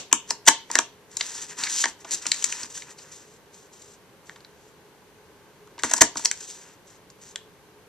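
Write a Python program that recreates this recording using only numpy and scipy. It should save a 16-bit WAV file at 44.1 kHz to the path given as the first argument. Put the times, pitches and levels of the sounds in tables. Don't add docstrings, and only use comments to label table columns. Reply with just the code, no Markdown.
import sys
import numpy as np
from scipy import signal
from scipy.io import wavfile

SR = 44100
rng = np.random.default_rng(int(sys.argv[2]) if len(sys.argv) > 2 else 0)


def waveform_to_disk(signal):
    frames = np.transpose(np.atleast_2d(signal))
    scaled = np.clip(frames, -1, 1) * 32767
    samples = np.round(scaled).astype(np.int16)
    wavfile.write(sys.argv[1], SR, samples)


N = 347508
T = np.arange(N) / SR

# frequency in Hz, density in dB per Hz.
AIR_SPECTRUM = [(18, -58), (30, -8), (217, -5.5), (256, -14.5), (423, -3), (591, -18), (865, -10.5),
                (1240, -17.5), (1530, -17.5), (1950, -19.5), (2140, -19), (4380, -27), (8950, -60),
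                (11600, -74), (19700, -120)]
# frequency in Hz, correlation from 0 to 1.
LIKENESS = [(60, 0.44), (210, 0.91), (710, 0.84), (2460, 0.3), (8500, 0.01)]
# frequency in Hz, width in Hz, level in dB.
FAN_HUMS = [(417, 20, -61), (880, 80, -70), (1550, 130, -70)]
# frequency in Hz, time to fall 60 dB in s, relative level in dB.
ROOM_DECAY = [(200, 0.15, -18), (600, 0.27, -25.5), (1610, 0.13, -22), (3670, 0.37, -31),
              (7000, 0.14, -25.5), (12000, 0.11, -20)]
# start in seconds, peaks of crack, housing ring and slap in dB,
# slap pitch in Hz, contact time in ms.
CLICKS = [(0.1128, -40, -33.5, -29, 2520, 8.2), (0.1272, 3.5, -13.5, -5.5, 2730, 1.93),
          (0.3054, -10, -20.5, -12.5, 4300, 4.1), (0.452, -34, -61.5, -41, 2330, 13),
          (0.7, -40, -25.5, -28.5, 1880, 3.9), (0.714, -13, -39.5, -28.5, 4250, 2.2),
          (0.7537, -6, -15, -3.5, 1790, 2.73), (0.764, -27, -25, -33.5, 1890, 2.9),
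          (0.7821, -28, -31.5, -19.5, 1660, 1.4), (0.7876, -4, -13.5, -7.5, 1690, 3),
          (1.168, -13.5, -42, -27.5, 3930, 4.2), (1.2089, -25, -34.5, -9.5, 3670, 3.6),
          (1.4206, -29, -58, -39, 3950, 7.8), (1.635, -18, -46, -13, 3850, 6.3),
          (1.6666, -42, -58, -20.5, 1910, 9.5), (1.8386, -22, -22.5, -7.5, 1820, 5.7),
          (1.8557, -21.5, -21, -11, 1860, 1.61), (2.045, -41, -31.5, -33, 1510, 7.8),
          (2.2546, -39, -29.5, -24, 2590, 4.7), (2.2658, -10.5, -47, -17, 4200, 3.6),
          (2.3166, -10, -51.5, -7.5, 3940, 3.5), (2.343, -22, -53, -30.5, 1980, 3.1),
          (2.4225, -20, -52, -26, 2960, 6.9), (2.4408, -9.5, -58, -18, 4300, 4.3),
          (2.5226, -18, -47, -18, 2540, 5.1), (2.63, -26, -50, -25, 4220, 6.9),
          (2.773, -27, -68, -31, 1700, 6.7), (2.8207, -42, -65, -28, 1950, 4.2),
          (2.9833, -40, -65, -38, 3990, 12.5), (3.8176, -37, -63, -45, 3710, 6.2),
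          (4.2954, -58, -44, -24.5, 1880, 0.66), (4.3587, -62, -44, -37, 1870, 4.7),
          (4.404, -60, -55, -43, 3670, 4.5), (4.447, -71, -58, -34.5, 3790, 3.5),
          (5.6733, -46, -44.5, -48, 1540, 1.9), (5.7795, -49.5, -34, -36.5, 1550, 2.5),
          (5.7888, -33, -49.5, -30.5, 1910, 10.5), (5.8217, -29, -49, -43.5, 4100, 2.9),
          (5.8346, -13.5, -16.5, -11.5, 1860, 2), (5.8952, -24.5, -39, -29, 1770, 3.4),
          (5.9105, -16.5, -26, -21.5, 1850, 7.8), (5.9352, -3, -18, -15, 1670, 3.96),
          (5.961, -17, -37, -29.5, 4300, 16), (5.9788, -15.5, -28.5, -29, 4300, 4.7),
          (6.1567, -37.5, -24.5, -28, 1650, 0.83), (6.17, -20, -32.5, -21, 4300, 3.7),
          (6.193, -23.5, -31, -32, 1580, 3.9), (6.247, -11, -29, -25, 1640, 10),
          (6.256, -11.5, -43, -4.5, 4300, 2.1), (6.3128, -8.5, -42, -14.5, 2630, 2.73),
          (6.4052, -30, -49, -37.5, 1560, 6.2), (7.1002, -41, -61, -44, 4040, 5),
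          (7.358, -24.5, -49, -18, 3370, 2.4)]
# frequency in Hz, width in Hz, relative level in dB.
TABLE_MODES = [(132.8, 230, -9), (238, 17, 5), (298, 54, 7.5), (417, 260, 0.5)]
# frequency in Hz, relative level in dB, time to fall 60 dB in s.
HOUSING_MODES = [(653, -11, 0.017), (944, -5.5, 0.044), (1080, -4.5, 0.027), (1166, 0.5, 0.01),
                 (1420, 0, 0.0093)]
# start in seconds, length in seconds,
# paper hiss at first and at last in dB, housing scrape in dB.
STROKES = [(0.305, 0.0027, -39, -42, -41.5), (0.72, 0.039, -44, -39, -42), (1.117, 0.042, -55.5, -56, -57),
           (1.203, .24, -40.5, -41.5, -48), (1.496, 0.03, -41, -49, -46.5), (1.589, 0.076, -36, -37, -39),
           (1.694, 0.13, -35, -27.5, -44.5), (1.86, 0.023, -51, -39, -40.5), (2.001, .01, -60, -54, -56.5),
           (2.07, 0.11, -54, -41, -50.5), (2.224, 0.203, -44.5, -41.5, -48),
           (2.455, 0.2, -39.5, -44.5, -47.5), (2.702, 0.019, -49.5, -48, -55.5),
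           (2.754, 0.078, -40.5, -50.5, -56), (2.854, 0.059, -60, -49.5, -52.5),
           (2.985, 0.044, -56, -52.5, -56.5), (3.05, 0.087, -60, -57, -58), (3.122, 0.12, -49, -59, -61.5),
           (3.235, .12, -63, -61, -72.5), (3.542, .12, -56.5, -66, -80.5), (3.735, 0.21, -57.5, -60.5, -72),
           (4.27, 0.15, -57.5, -75.5, -70), (4.451, 0.24, -83, -65, -82), (5.855, 0.13, -41, -47, -42),
           (6.174, 0.083, -41, -48.5, -50.5), (6.33, 0.12, -55.5, -45.5, -58),
           (6.48, 0.26, -44, -63.5, -59.5), (6.876, 0.086, -57.5, -64.5, -65),
           (7.223, 0.093, -55, -56, -64)]
# frequency in Hz, width in Hz, relative level in dB.
SCRAPE_MODES = [(265.4, 170, -8.5), (950, 130, 1), (1510, 430, -0.5), (1900, 240, 3), (2630, 440, -4.5)]
# start in seconds, length in
# seconds, cracks per second, # first and last level in dB, slap pitch in Hz, then thud, housing and slap
# against the crack in dB.
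CRUNCHES = [(0.464, 0.017, 16000, -20, -22, 1870, -25.5, -6.5, -3.5),
            (0.4737, 0.013, 10100, -9.5, 2.5, 1820, -22.5, -9, 0),
            (2.109, 0.046, 1900, -16, -15.5, 3800, -27, -25, -7.5),
            (5.841, 0.012, 13000, -21, -27, 1920, -6, -7, 0.5),
            (6.0076, 0.013, 13200, -13, 0.5, 1870, -18.5, -9, -2)]
# start in seconds, peak in dB.
BUMPS = [(2.141, -40), (2.265, -40.5), (2.463, -44), (2.632, -39.5), (5.846, -29), (6.012, -21),
         (6.159, -37)]
# resonance in Hz, width in Hz, shading above this Hz.
PORTS = [(7234, 1200, 5000), (6220, 690, 2800)]

AIR_DB = -54.5
ECHO_DB, ROOM_GAP_S = -14.5, 0.0064
EARLIER_SNAP_S, EARLIER_SNAP_DB = 0.04, 15.5
PORT_LIFT_DB = -0.5
THUD_UNDER_HOUSING_DB = 13.5
RISE_DB_PER_S, FALL_DB_PER_S = 699.5, 501.5
AIRY_DB, AIRY_PER_DB = -6, -0.16
CRACKLES_PER_S, CRACKLE_DB = 140, -8.5
CRUNCH_END_DB_PER_S = 5000
BUMP_MS = 1.75
HISS_DB, BASS_CUT_HZ, CUTOFF_HZ = -62.5, 96, 14650


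def amp(db):
    return 10 ** (np.asarray(db) / 20)


def rms_one(x):
    return x / np.sqrt(np.mean(x ** 2) + 1e-20)


def at_hz(points, hz, column=1):
    points = np.array(points)
    return np.interp(np.log(hz), np.log(points[:, 0]), points[:, column])


def band(x, low_hz, high_hz):
    sos = signal.butter(2, [low_hz, high_hz], "band", fs=SR, output="sos")
    return signal.sosfilt(sos, x + 1e-18)


def two_poles(hz, width):
    r = np.exp(-np.pi * width / SR)
    return [1, -2 * r * np.cos(2 * np.pi * hz / SR), r * r]


def resonate(x, peaks):
    out = 0
    for k, (hz, width, db) in enumerate(peaks):
        a = two_poles(hz, width)
        b = [(1 - a[2]) / 2, 0, (a[2] - 1) / 2]
        out = out + (-1) ** k * amp(db) * signal.lfilter(b, a, x + 1e-18)
    return out


def drift(rate_hz):
    r = np.exp(-2 * np.pi * rate_hz / SR)
    wander = signal.lfilter([1], [1, -2 * r, r * r], rng.standard_normal(N + SR))
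    return rms_one(wander[SR:])


def grains(per_s, spread_db):
    sizes = amp(spread_db * np.minimum(rng.exponential(1, N), 4))
    signs = rng.choice([-1, 1], N)
    struck = rng.random(N) < per_s / SR
    return rms_one(sizes * signs * struck)


def spread_stereo(mid, side, hz):
    alike = at_hz(LIKENESS, hz)
    return np.sqrt(1 + alike) * mid + np.sqrt(1 - alike) * side * [[1], [-1]]


def bodies(force, slap_hz):
    modes = []
    for hz, db, t60 in HOUSING_MODES:
        width = np.log(1000) / np.pi / t60
        modes.append((hz, width, db + 20 * np.log10(t60)))
    crack = amp(-4.5) * band(force, 11800, 15500) - band(force, 5500, 10000)
    thud = resonate(force, TABLE_MODES)
    housing = -resonate(force, modes)
    slap = resonate(force, [(slap_hz, 0.14 * slap_hz, 0), (1.3 * slap_hz, 0.2 * slap_hz, -5)])
    slap = slap + amp(-7.0) * band(force, 1500, 4000)
    answers = np.array([crack, thud, housing, slap])
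    return answers / np.abs(answers).max(axis=1, keepdims=True)


def add(out, s, levels_db, slap_hz, force):
    i = round(s * SR)
    gains = amp(np.array(levels_db) - [PORT_LIFT_DB, 0, 0, 0])
    sound = gains @ bodies(force, slap_hz)
    out[i:i + len(sound)] += sound


def room_tone():
    air, edges = 0, 25 * 2 ** np.arange(0, 9.1, 0.5)
    white = rng.standard_normal((2, 2, N))
    for k, (low, high) in enumerate(zip(edges, edges[1:])):
        mid, side = band(white[k % 2], low, high)
        hz = np.sqrt(low * high)
        air = air + amp(at_hz(AIR_SPECTRUM, hz)) * spread_stereo(mid, side, hz)
    noise = rng.standard_normal(N)
    fan = sum(amp(db) * rms_one(resonate(noise, [(hz, width, 0)])) for hz, width, db in FAN_HUMS)
    return amp(AIR_DB) * rms_one(air) + fan * amp(1.1 * drift(1.5))


def room_echo():
    t, out = np.arange(SR // 2) / SR, 0
    for hz in 100 * 2.0 ** np.arange(8):
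        mid, side = band(rng.standard_normal((2, len(t))), hz / np.sqrt(2), hz * np.sqrt(2))
        decay = amp(at_hz(ROOM_DECAY, hz, column=2) - 60 * t / at_hz(ROOM_DECAY, hz))
        out = out + decay * spread_stereo(mid, side, hz)
    onset = np.clip(t / ROOM_GAP_S - 0.5, 0, 1) ** 2
    return amp(ECHO_DB) * out * onset


def clicks():
    out, size = np.zeros(N), 4096
    chatter = rng.standard_normal((len(CLICKS), size))
    for (s, crack_db, housing_db, slap_db, slap_hz, ms), noise in zip(CLICKS, chatter):
        t = np.arange(size) / SR / (ms / 1000)
        burst = noise * np.exp(-1.3 * t) * (1 - np.exp(-4 * t))
        burst[np.argmax(np.abs(burst))] *= 2.5
        thud_db = housing_db - THUD_UNDER_HOUSING_DB
        add(out, s, [crack_db, thud_db, housing_db, slap_db], slap_hz, burst)
    return out


def sliding():
    hiss_db, scrape_db = np.full((2, N), -120.0)
    for s, length, first_db, last_db, feet_db in STROKES:
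        end = s + length
        edges_db = -RISE_DB_PER_S * np.maximum(s - T, 0) - FALL_DB_PER_S * np.maximum(T - end, 0)
        hiss_db = np.maximum(hiss_db, edges_db + np.interp(T, [s, end], [first_db, last_db]))
        scrape_db = np.maximum(scrape_db, edges_db + feet_db)
    crackle = grains(CRACKLES_PER_S, spread_db=4.5)
    rub = grains(6000, spread_db=1.5) + amp(CRACKLE_DB) * crackle
    airy = amp(AIRY_DB + AIRY_PER_DB * (hiss_db + 42.5))
    paper = rms_one(band(rub, 2800, 10000)) - airy * rms_one(band(rub, 12300, 16500))
    paper *= amp(1.3 * drift(60))
    feet = rms_one(resonate(grains(5000, spread_db=5.0), SCRAPE_MODES))
    feet *= amp(1.5 * drift(25))
    return amp(hiss_db) * paper + amp(scrape_db) * feet


def crunches():
    out, t = np.zeros(N), T[:8192]
    for s, length, per_s, first_db, last_db, slap_hz, *bodies_db in CRUNCHES:
        run_db = np.interp(t, [0, length], [first_db, last_db])
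        swell = amp(run_db - CRUNCH_END_DB_PER_S * np.maximum(t - length, 0))
        levels_db = max(first_db, last_db) + np.array([0, *bodies_db])
        cracks = grains(per_s, spread_db=1.5)[:len(t)]
        add(out, s, levels_db, slap_hz, swell * cracks)
    return out


def bumps():
    out, t = np.zeros(N), T[:4096]
    push = t * np.exp(-1000 * t / BUMP_MS)
    thud = resonate(push, TABLE_MODES)
    thud = thud / np.abs(thud).max()
    for s, db in BUMPS:
        i = round(s * SR)
        out[i:i + len(t)] += amp(db) * thud
    return out


def scene():
    table = clicks() + sliding() + crunches() + bumps()
    echo = room_echo()
    reflected = signal.fftconvolve(table[None], echo, axes=1)[:, :N]
    out = room_tone() + table + reflected
    tail = echo[:, round(EARLIER_SNAP_S * SR):]
    out[:, :tail.shape[1]] += amp(EARLIER_SNAP_DB) * tail
    return out


def record(dry):
    out = np.zeros_like(dry)
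    for k, (hz, width, shade_hz) in enumerate(PORTS):
        a = two_poles(hz, width)
        port = signal.lfilter([sum(a)], a, dry[k])
        out[k] = signal.lfilter(*signal.butter(1, shade_hz, fs=SR), port)
    out = signal.lfilter(*signal.butter(1, BASS_CUT_HZ, "high", fs=SR), out)
    out += amp(HISS_DB) * rng.standard_normal(out.shape)
    out = np.clip(out, -0.95, 0.95)
    return signal.sosfilt(signal.cheby2(20, 65, CUTOFF_HZ, fs=SR, output="sos"), out)


dry = scene()
out = record(dry)
waveform_to_disk(out)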